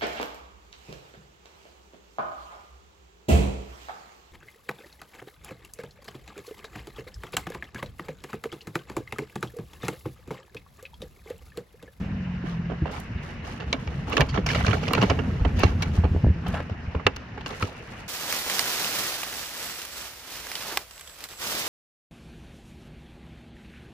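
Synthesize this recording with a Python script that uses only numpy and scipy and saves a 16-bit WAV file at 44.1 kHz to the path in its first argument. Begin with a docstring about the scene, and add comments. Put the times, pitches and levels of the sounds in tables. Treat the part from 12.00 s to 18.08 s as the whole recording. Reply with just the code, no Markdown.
"""Paper bag and cardboard box beside a phone

Outdoors, paper and card buckle in sharp snaps: noise bursts drive resonances of air, panels and creases.
Decaying tones make panel rings and hard cracks; filtered pushes make taps; noise makes ticks, scrapes, rustle
and hiss. The phone itself gets thuds (swelling low sines), rumble (banded noise) and rocking (one low
resonance). An engine, a sum of crank harmonics, wavers, slows and fades in the first second over a faint noise
hush."""
import sys
import numpy as np
from scipy import signal
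from scipy.io import wavfile
from scipy.ndimage import uniform_filter1d

SR = 44100
rng = np.random.default_rng(int(sys.argv[2]) if len(sys.argv) > 2 else 0)


def unload_audio(sound):
    """Save the sound as a 16-bit wav file, at the path given as the first command line argument."""
    columns = np.transpose(np.atleast_2d(sound))
    # keep every value between -1 and 1, then stretch to whole-number steps
    steps = np.round(np.clip(columns, -1, 1) * 32767)
    wavfile.write(sys.argv[1], SR, steps.astype(np.int16))


N = 268128
TIME = np.arange(N) / SR
CUTOFF_HZ = 15900

# Buckles of paper and card. Each row: start in seconds, relative strength in dB, sharpness in dB,
# decay time in seconds, panel pitch in Hz, crease pitch in Hz, ring in dB (half of it goes to the level),
# left over right in dB.
BUCKLES = [(0.698, -32, -20, 0.034, 534, 1680, -13, -9), (0.856, -28.5, -16, 0.057, 920, 1830, -5.5, -4),
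           (1.599, -31.5, -7.5, 0.037, 498, 1750, -17, -5), (1.727, -27.5, 9.5, 0.009, 455, 2940, -3, 0),
           (1.733, -29.5, -12, 0.016, 680, 2260, -2, -9), (1.873, -33, -8, 0.0041, 473, 2720, -16, 2),
           (2.121, -30.5, 2, 0.017, 1180, 2620, 1, -6), (2.138, -27.5, -22, 0.0082, 566, 2690, -3, -5),
           (2.168, -21.5, 3, 0.0049, 1750, 2640, 2.5, 0), (2.178, -25, -1.5, 0.0026, 486, 2780, -19, -15),
           (2.197, -28.5, -15, 0.0068, 460, 2320, 6, -15), (2.2059, -20.5, 0.5, 0.0065, 960, 2450, -10, -9),
           (2.2132, -21, -6.5, 0.0063, 1040, 2800, -4, 2), (2.287, -45, 15.5, 0.025, 1030, 3260, 9, -3),
           (2.375, -21.5, -20.5, 0.006, 1080, 1680, -10, -6.5), (2.462, -31, 12, 0.015, 696, 2840, 1, -4),
           (2.488, -33, 9, 0.013, 2110, 2860, 11.5, 0), (2.502, -33.5, 9, 0.025, 1750, 2360, 12, -5),
           (2.5317, -32.5, 4, 0.006, 1370, 3200, -3, 2), (2.5467, -24, 1.5, 0.013, 586, 2820, -8, -4),
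           (2.559, -34, 4, 0.0047, 594, 3170, 10, -2), (2.6624, -33.5, 13, 0.0068, 684, 2580, 3, -3),
           (2.68, -26, -7, 0.0041, 760, 2700, -12, -10), (2.709, -34.5, 4, 0.0058, 1400, 2360, -3, -10),
           (2.73, -25, -7, 0.011, 1410, 1520, -5, -7), (2.831, -31, -6, 0.0098, 493, 2640, 2, -6),
           (2.879, -29, 1.5, 0.0085, 540, 2320, 2, -4), (2.908, -28, -19, 0.019, 1160, 2730, -5, -8),
           (2.9342, -24, 1, 0.0021, 1110, 2780, 6.5, -3), (2.949, -21.5, -3, 0.0031, 1130, 2430, -9, 0),
           (2.977, -25, -10, 0.011, 920, 1690, -3.5, -11), (3.012, -24, 1, 0.015, 536, 2450, -10, -5),
           (3.0242, -21, -10, 0.0072, 680, 2700, -23, 3.5), (3.032, -23.5, -7, 0.016, 960, 1980, -0.5, -8),
           (3.098, -19.5, -4, 0.0082, 1045, 2740, -8, -5), (3.1063, -24.5, -15, 0.01, 530, 2750, -1, -2),
           (3.187, -29, -11, 0.016, 465, 1780, -4, -11), (3.449, -24, -13.5, 0.01, 850, 2650, -14, -8.5),
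           (3.589, -30, 4, 0.065, 520, 2640, 1, -1), (3.633, -21, 2, 0.011, 1280, 3020, 0, -8),
           (3.821, -33.5, 14.5, 0.014, 2700, 2680, -13, 0),
           (4.037, -28.5, -15.5, 0.021, 840, 2450, -13, -9), (4.464, -34.5, -3, 0.019, 756, 1390, 5, 0),
           (4.541, -33.5, -8.5, 0.0036, 695, 2550, 6, 1), (4.602, -37.5, -8, 0.0048, 574, 1710, 10.5, 0),
           (4.696, -36, -15, 0.0045, 640, 1510, -1.5, 3), (4.948, -31.5, -23, 0.0027, 490, 2430, 4, 3),
           (4.997, -38, -27, 0.0058, 1150, 1720, 0, -7), (5.0655, -18.5, -0.5, 0.007, 1280, 2690, 1, -4),
           (5.162, -37, 6.5, 0.0049, 2780, 2800, -11, -3.5),
           (5.376, -36.5, -14, 0.0091, 810, 1630, -3.5, -4), (5.409, -44, 1, 0.0055, 870, 2580, 3, 0),
           (5.460, -32.5, 4.5, 0.011, 1230, 2210, 0, -1), (5.6253, -33.5, 2, 0.0042, 1280, 2400, 17, 5)]
# Rubbing and air on the phone. Each row: time in seconds, level in dB.
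PHONE_RUBBING = [(0.0, -27.5), (0.25, -36.5), (0.93, -38), (1.79, -35.5), (2.56, -28.5), (3.0, -27.5),
                 (3.15, -25.5), (3.42, -28), (3.57, -25), (4.01, -27.5), (4.17, -29), (4.4, -32),
                 (4.5, -26.5), (4.67, -37), (5.57, -44.5), (6.08, -81)]


def from_db(db):
    """Level to amplitude: 20 dB is a factor of ten."""
    return 10 ** (np.asarray(db) / 20)


def rms_one(x):
    """Normalisation: scale to unit mean power."""
    return x / np.sqrt(np.mean(x ** 2) + 1e-20)


def in_time(rows):
    """Linear interpolation: each column of a curve at every sample."""
    seconds, *columns = np.transpose(rows)
    return [np.interp(TIME, seconds, column) for column in columns]


def at_hz(points, hz):
    """Pitch is logarithmic: interpolate a curve on a log-frequency axis."""
    curve_hz, values = np.transpose(points)
    return np.interp(np.log(hz), np.log(curve_hz), values)


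def butter(x, hz, kind, order=2):
    """Causal Butterworth filter, flat within its passband."""
    return signal.sosfilt(signal.butter(order, hz, kind, fs=SR, output="sos"), x)


def peak(x, hz, width_hz):
    """A single resonance, with gain 1 at its centre."""
    return signal.lfilter(*signal.iirpeak(hz, hz / width_hz, fs=SR), x)


def drift(rate_hz):
    """Low-passed noise: a slow random wander of spread 1, computed at every 40th sample."""
    r = np.exp(-80 * np.pi * rate_hz / SR)
    noise = rng.standard_normal(N // 40 + 2002)
    slow = signal.lfilter([1], [1, -2 * r, r * r], noise)[2000:]  # skip the filter's start
    return np.interp(np.arange(N) / 40, np.arange(len(slow)), rms_one(slow))


def panned(pan_db):
    """Level difference between ports: left and right gains, positive towards the left."""
    return from_db(np.array([[.5], [-.5]]) * pan_db)


def pair(mid, side, alike):
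    """Stereo correlation: two unrelated signals become a pair of given likeness."""
    return np.sqrt((1 + alike) / 2) * mid + np.sqrt((1 - alike) / 2) * side * np.array([[1], [-1]])


def resonate(x, modes, low_hz, high_hz, size=4096):
    """Modal filtering: parallel resonances, each with its own pan; white noise keeps its mid power."""
    click, response = signal.unit_impulse(size), 0
    for k, (hz, width_hz, db, pan_db) in enumerate(modes):
        r = np.exp(-np.pi * width_hz / SR)
        poles = [1, -2 * r * np.cos(2 * np.pi * hz / SR), r * r]
        mode = (1 - r * r) * signal.lfilter([1, 0, -1], poles, click)
        response = response + (-1) ** k * from_db(db) * panned(pan_db) * mode  # alternating signs
    response = butter(butter(response, low_hz, "high", order=3), high_hz, "low", order=5)
    return signal.oaconvolve(x, response / np.linalg.norm(response.mean(axis=0)), axes=1)[:, :N]


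def packaging(hollow, sheet, crisp, hollow_width=0.44):
    """Coupled resonators: enclosed air booms, panels clack, creases tick; long waves reach both ports alike."""
    # Resonances of the air, the panels and the creases.
    # Each row: pitch in Hz, width in Hz, level in dB, left over right in dB.
    air_modes = [(267, 35.6, 4.5, 0.5), (455, 104, 3.5, -1.5), (750, 1400, -10, -10)]
    panel_modes = [(965, 203, 9, -2.5), (1083, 206, 7, -7.5), (1680, 830, -2.5, -3), (2290, 92, 5.5, 1.5),
                   (2780, 290, 2.5, 4.5), (3516, 1000, -7.5, 9)]
    crease_modes = [(4220, 490, -1.5, 0.87), (5650, 900, -3.5, 0.91), (6540, 570, -5, 0.9)]
    middle = hollow.mean(axis=0)
    hollow = middle + hollow_width * (hollow - middle)
    boom = resonate(hollow, air_modes, 190, 1165)
    clack = resonate(sheet, panel_modes, 1000, 4320)
    tick = resonate(crisp, crease_modes, 1200, 17000)
    return boom + clack + tick


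def banded_noise(spectrum, top_hz, patchy_db):
    """Subband synthesis: half-octave noise bands, each with its own flicker and likeness; rms 1."""
    # Stereo likeness. Each row: frequency in Hz, left-right correlation.
    port_likeness = [(40, .998), (90, .995), (180, .98), (350, .8), (700, .5), (1500, .3), (5000, .3),
                     (12000, .8)]
    edges = 22 * 2 ** np.arange(0, 10, .5)
    out, white = 0, rng.standard_normal((2, 2, N))
    for k, (low, high) in enumerate(zip(edges, edges[1:])):
        if low < top_hz:
            hz = np.sqrt(low * high)
            band = pair(*butter(white[k % 2], [low, high], "band"), at_hz(port_likeness, hz))
            out = out + band * from_db(at_hz(spectrum, hz) + patchy_db * drift(16.6))
    return rms_one(out)


def facets(x, count=4):
    """Random resonance: every buckle bends other facets, which give it a colour of its own."""
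    pitches = 700 * 2 ** (3 * (np.arange(count) + rng.random(count)) / count)
    return x + sum(peak(x, hz, hz / 12) for hz in pitches)


def snaps(hollow_db=-1, sheet_db=-3.0, crisp_db=-14, crease_width_hz=220, grain_db=7, rise_s=0.0005,
          tail_db=-14, hollow_tail_s=0.029, sheet_tail_s=0.013, crisp_tail_s=0.0065, size=6000):
    """Buckling: a crease yields in a quick run of tiny buckles and rings; hollow tails last longest."""
    hollow_loss, sheet_gain = 0.16, 0.55  # dB per dB of sharpness: sharp buckles boom less and crack more
    t = TIME[:size]
    tail_s = np.array([hollow_tail_s, sheet_tail_s, crisp_tail_s])[:, None, None]
    tails = from_db(tail_db) * np.exp(-t / tail_s)
    drive, creases = np.zeros((3, 2, N + size)), np.zeros((2, N + size))
    for s, db, sharp_db, decay_s, _, crease_hz, ring_db, pan_db in BUCKLES:
        hollow, sheet, crisp = db - hollow_loss * sharp_db, db + sheet_gain * sharp_db, db + sharp_db
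        # each grain holds one random level for 24 samples
        steps = np.repeat(rng.standard_normal(size), 24)[:size].clip(-1.5, 1.5)
        fade = (np.exp(-(t / decay_s) ** 2) + tails) * (1 - np.exp(-t / rise_s))
        run = facets(pair(*rng.standard_normal((2, size)), .4) * from_db(grain_db * steps) * fade)
        run *= np.sqrt(.01 * SR / np.sum(run ** 2, axis=2, keepdims=True))  # equal energy
        burst = from_db([hollow + hollow_db, sheet + sheet_db, crisp + crisp_db])[:, None, None] * run
        ring = peak(run[2], crease_hz, crease_width_hz)
        ring *= np.sqrt(.002 * SR / np.sum(ring ** 2, axis=1, keepdims=True))
        at = int(s * SR)
        drive[:, :, at:at + size] += burst * panned(pan_db)
        creases[:, at:at + size] += from_db(sheet + ring_db / 2) * panned(pan_db) * ring
    return packaging(*drive[:, :, :N]) + creases[:, :N]


def panels(level_db=11, ring_s=0.0024, rise_s=0.00056, overtone=1.744, overtone_db=-9,
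           port_lag_s=.00008, size=2500):
    """Free plate vibration: a flipped panel rings at a pitch set by its size; the right port hears it first."""
    ring_loss = 0.14  # dB per dB of sharpness
    ring_length_gain = 0.28  # a louder ring is also longer: dB of time per dB
    panel_pan_db = -2.5  # the flat panels face further right than the creases
    t = np.maximum(TIME[:size] - port_lag_s * np.array([[1], [0]]), 0)
    out = np.zeros((2, N + size))
    for s, db, sharp_db, _, hz, _, ring_db, pan_db in BUCKLES:
        phase = 2 * np.pi * hz * t
        ring = np.sin(phase) + from_db(overtone_db) * np.sin(overtone * phase)
        decay_s = ring_s * from_db(ring_length_gain * ring_db)
        fade = np.exp(-t / decay_s) * (1 - np.exp(-t / rise_s))
        gain = from_db(db - ring_loss * sharp_db + ring_db / 2 + level_db)
        at = int(s * SR)
        out[:, at:at + size] += gain * panned(pan_db + panel_pan_db) * ring * fade
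    return out[:, :N]


def cracks(rise_s=0.00031, sag=0.021, pan_db=-2, port_lag_s=.00004, size=2500):
    """Snap-through: a stiff fold pops and rings at two pitches, which sag as the tension lets go."""
    # Each row: start in seconds, level of the lower tone in dB, lower pitch in Hz, upper pitch in Hz,
    # upper over lower tone in dB, decay time in seconds. The pitches are those after the sag.
    popped_folds = [(1.7278, -18, 3060, 3990, 6, 0.002), (2.1685, -23, 1720, 4900, -5, 0.0033),
                    (2.2065, -13, 1750, 4900, -15, .003), (2.7305, -17.5, 1390, 2320, -6, .003),
                    (2.9348, -24.5, 1150, 4140, 8, 0.0029), (2.9495, -16, 2370, 4300, -10, .003),
                    (3.635, -34, 2170, 2780, -3, 0.0036), (5.0662, -8.5, 1720, 3600, -6, 0.002),
                    (5.0675, -13.5, 2055, 2680, 5.5, 0.0028)]
    t = np.maximum(TIME[:size] - port_lag_s * np.array([[1], [0]]), 0)  # the right port hears it first
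    out = np.zeros((2, N + size))
    for s, peak_db, lower_hz, upper_hz, upper_db, decay_s in popped_folds:
        fade = np.exp(-t / decay_s)
        turn = 2 * np.pi * (t + sag * decay_s * (1 - fade))
        ring = np.sin(lower_hz * turn) + from_db(upper_db) * np.sin(upper_hz * turn)
        at = int(s * SR)
        out[:, at:at + size] += from_db(peak_db) * ring * fade * (1 - np.exp(-t / rise_s))
    return panned(pan_db) * out[:, :N]


def bumps(low_hz=170, boom_hz=300, boom_width_hz=60, pan_db=-3, size=3000):
    """Impulse response: a fingertip gives the box wall one rounded push, and the air inside booms briefly."""
    # Each row: start in seconds, peak level before panning in dB, upper cutoff of the push in Hz.
    finger_taps = [(.44, -22, 330), (1.729, -41, 790), (1.743, -25, 600), (2.157, -21, 550),
                   (2.184, -14.5, 600), (2.198, -11, 540), (2.2141, -13, 676), (2.377, -20.5, 705),
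                   (2.389, -19.5, 590), (2.682, -24, 600), (3.636, -5.5, 800), (4.038, -24, 1000),
                   (4.052, -16.5, 780), (4.148, -18, 450), (4.163, -21, 680), (4.245, -16.5, 750),
                   (4.267, -16.5, 550), (4.284, -19.5, 394), (4.952, -21.5, 1320), (5.066, -21, 814),
                   (5.078, -22, 720), (5.626, -25, 400), (5.642, -22, 450)]
    out = np.zeros(N + size)
    for s, peak_db, top_hz in finger_taps:
        push = butter(butter(signal.unit_impulse(size), top_hz, "low", order=4), low_hz, "high")
        knock = push + peak(push, boom_hz, boom_width_hz)
        at = int(s * SR)
        out[at:at + size] += from_db(peak_db) * knock / np.abs(knock).max()
    return panned(pan_db) * out[:N]


def ticks(level_db=-6, low_hz=5500, size=1500):
    """Small radiators favour short waves: the smallest creases click with treble only."""
    # Each row: start in seconds, relative level in dB.
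    small_creases = [(1, -27.5), (2.0976, -30.5), (2.206, -22), (2.464, -28), (2.933, -15.5), (3.028, -28),
                     (3.594, -24), (3.825, -23), (4.4825, -27), (5.163, -34)]
    out = np.zeros((2, N + size))
    fade = np.exp(-TIME[:size] / .003)
    for s, peak_db in small_creases:
        at = int(s * SR)
        click = pair(*rng.standard_normal((2, size)), 0.096) * fade
        out[:, at:at + size] += from_db(peak_db + level_db) * click
    return butter(out[:, :N], low_hz, "high")


def scrape(slips_per_s=2500, grain_db=3):
    """Stick-slip friction: card fibres catch and slip so densely that the flap sounds one fine, unbroken rub."""
    # Card scraping along card. Each row: time in seconds, relative level in dB.
    scrape_curve = [(4.42, -74), (4.465, -41.5), (4.52, -45), (4.548, -35.5), (4.578, -35), (4.611, -48),
                    (4.679, -63)]
    # Resonances of the flap. 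Each row: pitch in Hz, width in Hz, level in dB, left over right in dB.
    flap_modes = [(680, 330, -0.5, 4), (1324, 330, 2, 1), (1720, 190, 1.5, -1), (2700, 1200, -13, -3)]
    slips = (rng.random(N) < slips_per_s / SR) * from_db(grain_db * rng.standard_normal(N))
    rub = rms_one(slips * rng.choice([-1, 1], N))
    s, db = np.transpose(scrape_curve)
    rub = rub * np.interp(TIME, s, from_db(db), left=0, right=0)
    return resonate(np.ones((2, 1)) * rub, flap_modes, 350, 5000)


def stroking():
    """Power addition: strokes swell, hold and die away above the stir of holding; rustle and hiss gains."""
    # A hand slides over the packaging. Each row: start in seconds, length in seconds,
    # relative rustle level in dB, relative fine hiss level in dB.
    hand_strokes = [(0.443, 0.078, -45.5, -72), (0.905, 0.082, -44, -59.5), (1.212, 0.1, -48.5, -69),
                    (1.427, 0.11, -43, -65.5), (1.652, 0.37, -48.5, -72.5), (2.063, 0.16, -39, -64.5),
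                    (2.32, 0.038, -35.5, -71), (2.46, 0.14, -35.5, -57), (2.625, 0.13, -34, -58.5),
                    (2.799, 0.31, -37, -64.5), (3.136, 0.37, -47, -77), (3.55, 0.13, -36.5, -64),
                    (3.773, 0.11, -43.5, -71), (3.919, 0.05, -44.5, -63), (4.466, 0.11, -50, -64.5),
                    (5.45, 0.19, -49, -61), (5.486, 0.018, -39, -62), (5.595, 0.056, -39.5, -57),
                    (5.738, 0.28, -52, -68.5)]
    attack_s, release_s = 0.024, 0.045
    # the packaging stirs a little even when only held
    rustle_power, hiss_power = from_db(-51) ** 2, from_db(-96.5) ** 2
    for s, length_s, rustle_db, hiss_db in hand_strokes:
        swell = np.clip((TIME - s) / attack_s, 0, 1)
        shape = swell * np.exp(-np.maximum(TIME - s - length_s, 0) / release_s)
        rustle_power = rustle_power + (from_db(rustle_db) * shape) ** 2
        hiss_power = hiss_power + (from_db(hiss_db) * shape) ** 2
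    return np.sqrt(rustle_power), np.sqrt(hiss_power)


def crinkles(level_db, per_s=380, grain_db=6, ring_periods=3.5, tilt_db=-9, count=18):
    """Clumped random impulses: small paper facets flip, each ringing a few cycles at one of 18 pitches."""
    born = rng.random(N) < per_s * from_db(5 * drift(20)) / SR
    strength = from_db(grain_db * np.minimum(rng.exponential(1, N), 2))
    flips = born * strength * pair(*rng.choice([-1, 1], (2, N)), 0.026)
    dealt, out = rng.integers(0, count, N), 0
    for k, hz in enumerate(np.geomspace(750, 5000, count)):
        r, w = np.exp(-hz / (ring_periods * SR)), 2 * np.pi * hz / SR
        gain = from_db(tilt_db * max(np.log2(hz / 2400), 0))  # the smallest facets radiate least
        poles = [1, -2 * r * np.cos(w), r * r]
        # the tiny offset keeps the filter state away from denormal numbers
        out = out + gain * signal.lfilter([0, np.sin(w)], poles, flips * (dealt == k) + 1e-18)
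    return from_db(level_db) * rms_one(butter(out, [400, 6500], "band"))


def rustle(sliding, sheet_db=-6, hollow_db=-3, crisp_db=-14, crinkle_db=1, stick_db=2.0, pan_db=-3.0,
           quiet_db=-50):
    """Friction noise: sliding paper gives an uneven rub with small crinkles riding on it."""
    level_db = 20 * np.log10(sliding)
    # the air inside is stirred by the stroke or by rubbing on the phone, whichever is stronger
    body_db = np.maximum(level_db + 3, in_time(PHONE_RUBBING)[0] - 11)
    moving = panned(pan_db) / (1 + from_db(2 * (quiet_db - level_db)))  # barely moving paper is held back
    rub = pair(*rng.standard_normal((2, N)), 0.047) * from_db(stick_db * drift(130))
    rub = rms_one(rub) * moving
    hollow = rub * from_db(body_db + hollow_db)
    sheet = rub * from_db(level_db + sheet_db)
    crisp = rub * from_db(level_db + crisp_db)
    return packaging(hollow, sheet, crisp) + moving * crinkles(level_db + crinkle_db)


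def swish(pressure, level_db=11, low_hz=2400, top_hz=6000):
    """Fine-scale friction: skin gliding on a smooth surface gives a grainy hiss."""
    grain = from_db(2 * drift(30) + 4 * drift(200))
    noise = pair(*rng.standard_normal((2, N)), 0.045) * grain
    hiss = rms_one(butter(noise, [low_hz, top_hz], "band", order=1))
    return hiss * pressure * from_db(level_db)


def nearby_echoes(x, level_db=-19, decay_s=0.01, dull_hz=1800, size=5000):
    """Diffuse reflection: short dull scatter from the body, the bag and the ground."""
    t = TIME[:size]
    scatter = butter(rng.standard_normal((2, size)), dull_hz, "low")
    scatter = scatter * np.exp(-t / decay_s) * (t > .003)
    scatter /= np.linalg.norm(scatter, axis=1, keepdims=True)
    return x + from_db(level_db) * signal.oaconvolve(x, scatter, axes=1)[:, :N]


def thuds(level_db=-2.5, rise_s=0.0089, overtone_db=-9, overtone=2.16, contact_db=-8, contact_hz=420):
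    """Damped mass on a spring: a padded knock rocks the phone a few cycles; the contact adds a dull pat."""
    # Soft knocks that reach the phone. Each row: start in seconds, relative level in dB, pitch in Hz.
    soft_knocks = [(0.816, -15.5, 147), (0.821, -15.5, 77), (1.101, -24.5, 111.6), (1.15, -20.5, 74),
                   (1.876, -20, 74.3), (2.192, -10.5, 136), (2.212, -14, 64), (2.377, -17, 191),
                   (2.573, -17, 112), (2.682, -10, 102), (2.988, -14, 120), (3.025, -13.5, 190),
                   (3.41, -10.5, 56), (3.452, -11.5, 67), (3.643, -5.5, 83.5), (3.98, -8, 82.3),
                   (4.04, -10.5, 78.3), (4.108, -14, 81), (4.155, -14.5, 79), (4.234, -9, 108),
                   (4.263, -8, 66.6), (4.294, -9.5, 82.4), (4.481, -14.5, 80), (4.709, -20.5, 90),
                   (4.876, -21.5, 78), (4.954, -16, 76), (5.055, -18, 98), (5.625, -18, 98.2)]
    out, touches = np.zeros(N), np.zeros(N)
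    for s, peak_db, hz in soft_knocks:
        at = int(s * SR)
        t = TIME[:min(N - at, SR // 5)]
        swell = t / rise_s * np.exp(1 - t / rise_s)
        upper = from_db(overtone_db) * swell * np.sin(2 * np.pi * overtone * hz * t)
        sway = np.sin(2 * np.pi * hz * t) + upper
        out[at:at + len(t)] += from_db(peak_db + level_db) * swell * sway
        touches[at:at + len(t)] += from_db(peak_db + contact_db) * swell ** 2 * rng.standard_normal(len(t))
    return out + butter(touches, [contact_hz / 2, contact_hz], "band")


def rumble():
    """Low-frequency random excitation: lumpy noise from rubbing and moving air."""
    # Each row: frequency in Hz, relative spectral density in dB per Hz.
    low_colour = [(15, -42), (25, -35), (47, -5), (86, 0), (113, -9.5), (163, 0), (200, -7), (264, -24),
                  (333, -24.5), (450, -25), (580, -54), (990, -120)]
    return from_db(in_time(PHONE_RUBBING)[0]) * banded_noise(low_colour, top_hz=450, patchy_db=3.0)


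def rocking(level_db=-3, hz=86, width_hz=7, firm_db=-25, steepness=2.17):
    """Resonance under random force: firm rubbing sets the propped phone rocking at its own low pitch."""
    sway = rms_one(peak(rng.standard_normal(N), hz, width_hz))
    even = sway / np.sqrt(uniform_filter1d(sway ** 2, SR // 8) + .1)  # evens out the random swelling
    firmness_db = steepness * (in_time(PHONE_RUBBING)[0] - firm_db)
    return from_db(firm_db + level_db + firmness_db) * even


def engine(waver_db=0.8):
    """Harmonic synthesis: only low orders of the exhaust carry this far; the air makes each swell and fade."""
    # Each row: time in seconds, crank turns per second, level in dB.
    engine_run = [(0, 47, -44.5), (.12, 48.4, -36.5), (.3, 44.7, -34), (.45, 45.3, -37.5),
                  (.56, 41.3, -34.5), (.72, 42.5, -37.5), (.85, 46, -43), (1.0, 27, -60)]
    # Each row: multiple of the crank rate, relative level in dB.
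    exhaust_orders = [(2, -7), (3, -3), (4, 3), (5, -9.5), (6, -28.5)]
    turns, level_db = in_time(engine_run)
    crank = 2 * np.pi * np.cumsum(turns) / SR
    tones = 0
    for order, db in exhaust_orders:
        fading_db = waver_db * drift(4)
        tones = tones + from_db(db + fading_db) * np.sin(order * crank + 2 * np.pi * rng.random())
    return np.sqrt(2) * from_db(level_db) * tones


def hush(level_db=-42, swell_db=1.5, edge_hz=3090, step_db=-5.5):
    """Coloured noise: faint outdoor air with gently swelling bright bands and a sharp drop above one pitch."""
    # Each row: frequency in Hz, relative spectral density in dB per Hz.
    air_colour = [(25, -7), (88, 2.5), (220, -5), (320, -9.5), (940, -13.5), (1800, -16), (2830, -16.5),
                  (3800, -29), (5450, -24), (7500, -63.5), (11000, -34.5), (16000, -79.5)]
    # Bright bands. Each row: pitch in Hz, width in Hz, gain in dB.
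    bright_bands = [(1750, 550, -5), (2880, 130, -4)]
    air = banded_noise(air_colour, top_hz=CUTOFF_HZ, patchy_db=2.0)
    air = air + sum(from_db(db + swell_db * drift(2.3)) * peak(air, hz, width_hz)
                    for hz, width_hz, db in bright_bands)
    below, above = (signal.sosfilt(signal.ellip(7, .5, 50, edge_hz, kind, fs=SR, output="sos"), air)
                    for kind in ("low", "high"))
    return from_db(level_db) * (below + from_db(step_db) * above)


def scene():
    """Superposition: packaging close by, thuds and rumble on the phone, the outdoors behind."""
    sliding, gliding = stroking()
    buckling = snaps() + panels() + cracks()
    contacts = bumps() + ticks() + scrape()
    handling = buckling + contacts + rustle(sliding) + swish(gliding)
    on_phone = thuds() + rumble() + rocking()
    return nearby_echoes(handling) + on_phone + engine() + hush()


def record(dry, apart_db=7, apart_hz=9300, apart_q=3.8, side_top_hz=11000):
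    """Mid-side filtering: near 9 kHz the two ports oppose; above, they agree and roll off; the top is cut."""
    mid, side = (dry[0] + dry[1]) / 2, (dry[0] - dry[1]) / 2
    mid = signal.lfilter(*signal.iirnotch(8900, 4, fs=SR), mid)
    mid = butter(mid, 13000, "low")
    side = side + (from_db(apart_db) - 1) * peak(side, apart_hz, apart_hz / apart_q)
    side = butter(side, side_top_hz, "low", order=6)
    top_cut = signal.ellip(10, .1, 90, CUTOFF_HZ, fs=SR, output="sos")
    return signal.sosfilt(top_cut, [mid + side, mid - side])


dry = scene()
out = record(dry)
unload_audio(out)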